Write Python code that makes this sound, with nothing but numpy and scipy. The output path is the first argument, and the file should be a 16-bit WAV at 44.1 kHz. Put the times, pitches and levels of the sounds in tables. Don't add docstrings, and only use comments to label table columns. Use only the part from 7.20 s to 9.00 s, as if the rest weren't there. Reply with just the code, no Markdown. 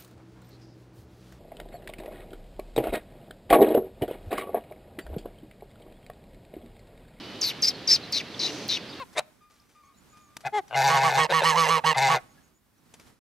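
import sys
import numpy as np
from scipy import signal
from scipy.fft import rfft, irfft
from scipy.io import wavfile

SR = 44100
rng = np.random.default_rng(int(sys.argv[2]) if len(sys.argv) > 2 else 0)


def voltage_ratio(level):
    return 10 ** (np.asarray(level, float) / 20)


def wrap_up_sound(samples):
    columns = np.atleast_2d(samples).T
    tamed = np.clip(columns, -1, 1)
    steps = np.round(tamed * 32767).astype(np.int16)
    wavfile.write(sys.argv[1], SR, steps)


N = 79380
T = np.arange(N) / SR
BIN_HZ = np.arange(N // 2 + 1) * SR / N + 1


def rms_one(x):
    return x / np.sqrt(np.mean(np.abs(x) ** 2) + 1e-20)


def along(points, x):
    return np.interp(x, *np.transpose(points))


def along_pitch(points, hz):
    point_hz, value = np.transpose(points)
    return np.interp(np.log(hz), np.log(point_hz), value)


def tint(x, points):
    return irfft(rfft(x) * voltage_ratio(along_pitch(points, BIN_HZ)), N)


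def flutter(rate_hz):
    settle = 9000
    r = np.exp(-2 * np.pi * rate_hz / SR)
    white = rng.standard_normal((2, N + settle))
    slow = signal.lfilter([1], [1, -2 * r, r * r], white[0] + 1j * white[1])
    return rms_one(slow[settle:])


def tone(hz):
    return np.exp(2j * np.pi * np.cumsum(hz + np.zeros(N)) / SR)


def sparrow():
    # [t/s, f/Hz, level/dB]
    falling = [
        [(.2125, 6517, -24), (.222, 5150, -27.5), (.24, 4710, -21.5), (.27, 4340, -27), (.3, 3797, -26),
         (.311, 2796, -33), (.324, 2254, -43)],
        [(.924, 5364, -26.5), (.936, 4470, -26.5), (.982, 3865, -22), (.99, 3600, -30.5), (1.012, 2405, -34),
         (1.024, 2000, -63)],
        [(1.193, 5260, -30.5), (1.203, 4150, -28.5), (1.232, 3948, -25.5), (1.272, 3856, -26),
         (1.288, 3200, -37.5), (1.302, 2393, -34), (1.312, 2200, -45)],
        [(1.4865, 4900, -26.5), (1.496, 4065, -27), (1.52, 3773, -22.5), (1.558, 3555, -27), (1.575, 2770, -30),
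         (1.585, 2189, -44.5), (1.596, 2010, -49)],
    ]
    # [t/s, f/Hz, level/dB]
    arched = [
        [(.422, 6335, -29.5), (.429, 5050, -22.5), (.452, 4900, -18.5), (.463, 5050, -25), (.473, 5200, -21.5),
         (.488, 5263, -18), (.504, 4900, -32.5), (.512, 3620, -37), (.522, 2380, -43)],
        [(.674, 5893, -24), (.686, 4743, -24), (.712, 5070, -14.5), (.735, 5355, -16), (.752, 5000, -19.5),
         (.765, 3830, -25.5), (.771, 2300, -36.5), (.78, 1901, -45)],
    ]
    # [throat level/dB, hiss level/dB]
    breath_levels = [(-10, -19.5), (-8, -23.5), (-7, -28), (-8.5, -26.5), (-12, -19), (-8.5, -22.5)]
    # [f/Hz, level/dB per Hz]
    throat_colour = [(1200, -21.5), (2200, -6), (3000, -14.5), (3700, 1), (5000, 5.5), (6500, -5.5),
                     (7300, -27), (9000, -26)]
    # [f/Hz, level/dB per Hz]
    hiss_colour = [(5000, -30), (7500, -3), (10000, -5), (12000, 0), (13800, 4), (14800, -2), (16000, -18)]
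    # [f/Hz, level/dB]
    path = [(1500, -1.5), (2300, 4), (2900, 0.5), (3350, -6), (3600, -2.5), (6600, 2), (7300, 0.5),
            (16000, -4.5)]
    # [t/s, level/dB]
    wheeze_swell = [(.235, -75), (.262, -40), (.295, -37), (.322, -63), (.33, -87)]
    attack_s, tail_hz, tail_loss_db = .0007, 4300, 9
    clear_share, rasp_limit = .35, .15
    loud_db, breath_follows = -24, .9

    hz = np.full(N, 4e3)
    gain, throat, hiss = np.zeros((3, N))
    for rows, (throat_db, hiss_db) in zip(falling + arched, breath_levels):
        s, pitch, db = np.transpose(rows)
        on = (T >= s[0]) & (T < s[-1])
        hz[on] = np.interp(T[on], s, pitch)
        attack = np.clip((T[on] - s[0]) / attack_s, 0, 1)
        gain[on] = voltage_ratio(np.interp(T[on], s, db)) * attack
        throat[on], hiss[on] = voltage_ratio(throat_db), voltage_ratio(hiss_db)

    shake_hz = .018 * hz + .24 * np.maximum(tail_hz - hz, 0)
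    whistle = tone(hz + shake_hz * flutter(220).real)
    rasp = np.sqrt(clear_share) + np.sqrt(1 - clear_share) * flutter(210)
    rasp = rasp + voltage_ratio(-9) * flutter(850)
    rasp = rms_one(rasp / (1 + rasp_limit * np.abs(rasp)))

    throat_noise = throat * rms_one(tint(rng.standard_normal(N), throat_colour))
    hiss_noise = hiss * rms_one(tint(rng.standard_normal(N), hiss_colour))
    breath = voltage_ratio(loud_db) * (gain / voltage_ratio(loud_db)) ** breath_follows
    wheeze = voltage_ratio(along(wheeze_swell, T)) * (flutter(480) * tone(11800)).real

    throb = rms_one(1 + .45 * tone(230 * (1 + .35 * flutter(60).real)).imag)
    tail_loss = voltage_ratio(-tail_loss_db * np.clip(1 - hz / tail_hz, 0, 1))
    voice = np.sqrt(2) * gain * throb * tail_loss * (rasp * whistle).real
    return tint(voice + breath * (throat_noise + hiss_noise), path) + wheeze


def beak():
    # [t/s, level/dB]
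    ticks = [
        (.211, -37),
        (0.42, -31),
        (.6735, -49),
        (0.9231, -28.5),
        (1.482, -28.5),
    ]
    tick_s = .0008
    burst = sum(voltage_ratio(db) * np.exp(-((T - s) / tick_s) ** 2) for s, db in ticks)
    bright = signal.butter(4, 7940, "high", fs=SR, output="sos")
    return burst * signal.sosfilt(bright, rng.standard_normal(N))


def spread(x):
    # [f/Hz, level/dB]
    bird_pan = [(1500, -1), (2600, .5), (3300, 3), (3900, 5.5), (4600, 2.5), (5200, 1.8), (8000, -1),
                (13000, -3)]
    # [f/Hz, phase/rad]
    bird_lead = [(0, 0), (3270, 0.8), (3530, 0.56), (7240, 0.5), (8440, 1.59), (10900, 0.35), (15600, 5.5),
                 (16100, 0.1)]
    hz, lead = np.transpose(bird_lead)
    turn = np.interp(np.log(BIN_HZ), np.log(np.maximum(hz, 1e-300)), lead) / 2
    turn = np.where(BIN_HZ < hz[1], lead[1] / 2, turn)
    ears = []
    for side in (1, -1):
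        balanced = tint(x, [(f, side * db / 2) for f, db in bird_pan])
        ears.append(irfft(rfft(balanced) * np.exp(1j * side * turn), N))
    return np.array(ears)


def echoes(x):
    t = T[:int(.25 * SR)]
    t60_s = .07
    tail = rng.standard_normal((2, len(t))) * voltage_ratio(-60 * t / t60_s)
    tail = rms_one(tail) / np.sqrt(len(t))
    return voltage_ratio(-17) * signal.fftconvolve(x[None], tail, axes=1)[:, :N]


def hum(colour, patchy_db):
    # [f/Hz, correlation]
    likeness = [(60, .99), (500, .97), (2000, .9), (5000, .75), (9000, .3), (15000, .1)]
    # [f/Hz, level/dB]
    town_pan = [(60, -2.5), (300, -2), (1000, -1), (4000, -2), (15000, 3)]
    total = 0
    centres = 20 * 2 ** np.arange(0, 10, .5)
    inside = (centres > colour[0][0] / 1.3) & (centres < colour[-1][0] * 1.3)
    white = rfft(tint(rng.standard_normal((2, N)), colour))
    for centre in centres[inside]:
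        band = np.cos(np.clip(np.log2(BIN_HZ / centre), -.5, .5) * np.pi) ** 2
        mid, side = irfft(white * band, N)
        alike = np.clip(along_pitch(likeness, centre), 0, 1)
        pair = np.sqrt(1 + alike) * mid + np.sqrt(1 - alike) * side * [[1], [-1]]
        total = total + voltage_ratio(patchy_db * flutter(6.3).real) * pair
    ears = [tint(ear, [(hz, s * db / 2) for hz, db in town_pan]) for ear, s in zip(total, (1, -1))]
    return rms_one(np.array(ears))


def vehicle():
    # [t/s, level/dB]
    swell = [
        (1.1, -58),
        (1.24, -39),
        (1.33, -39),
        (1.44, -41.5),
        (1.6, -58.5),
    ]
    # [f/Hz, level/dB per Hz]
    roar_colour = [(120, -23), (300, -9), (800, -15), (1500, -24.5), (3300, -20), (6000, -18), (7300, -31),
                   (14000, -45.5)]
    # [f/Hz on arrival, sag/Hz per s, level/dB]
    drones = [
        (303, -70, -5),
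        (445, -140, -12),
    ]
    t = T - swell[1][0]
    revs = np.clip(1 + 4 * t, .7, 1)
    drone = 0
    for hz, sag, db in drones:
        waver = 1 + .5 * flutter(5)
        drone = drone + voltage_ratio(db) * (waver * tone((hz + sag * t) * revs)).real
    return voltage_ratio(along(swell, T)) * (hum(roar_colour, patchy_db=-1.0) + drone * voltage_ratio([[-1.2], [1.2]]))


def squeal():
    end_s, fade_s = .42, .05
    fade = np.clip((end_s - T) / fade_s, 0, 1)
    waver = 1 + .25 * flutter(9.0)
    return voltage_ratio(-50) * fade * (waver * np.exp(2j * np.pi * 2988 * T)).real


def far_birds():
    # [t/s, length/s, level/dB, f/Hz]
    peeps = [
        (0.02, 0.02, -60, 4400),
        (0.21, 0.032, -46, 4500),
        (0.415, 0.023, -53, 5500),
        (0.553, 0.029, -44, 4300),
        (.635, 0.045, -66, 5000),
        (0.845, 0.043, -42.5, 4000),
        (1.148, .015, -40, 3450),
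        (1.706, 0.045, -46.5, 4800),
        (1.735, 0.014, -40, 3700),
    ]
    fall, pan_db = .04, -2
    total, rasp = np.zeros(N), .5 + flutter(200)
    for s, length, db, hz in peeps:
        u = (T - s) / length
        sagging = np.exp(2j * np.pi * hz * (T - fall * length * u ** 2 / 2))
        total += voltage_ratio(db) * np.exp(-4.0 * u ** 2) * (rasp * sagging).real
    return total * voltage_ratio([[pan_db / 2], [-pan_db / 2]])


def flock():
    # [f/Hz, level/dB per Hz]
    flock_colour = [(2400, -10), (3300, 11.5), (4200, -11), (5200, -6.5), (6500, -35)]
    return voltage_ratio(-65) * hum(flock_colour, patchy_db=5.0)


def town():
    # [f/Hz, level/dB per Hz]
    town_colour = [(25, -33), (117, -6), (330, -5), (820, -14.5), (1500, -17), (4500, -16), (7000, -36),
                   (16000, -45)]
    return voltage_ratio(-41.5) * hum(town_colour, patchy_db=0.8)


def scene():
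    bird = sparrow() + beak()
    near = spread(bird) + echoes(bird)
    return near + vehicle() + squeal() + far_birds() + flock() + town()


def top_cut(x):
    return signal.sosfilt(signal.butter(12, 16510, fs=SR, output="sos"), x)


def record(dry):
    low_pass = signal.cheby2(10, 50, 16600, fs=SR, output="sos")
    mix = signal.sosfilt(low_pass, dry)
    return top_cut(mix)


dry = scene()
out = record(dry)
wrap_up_sound(out)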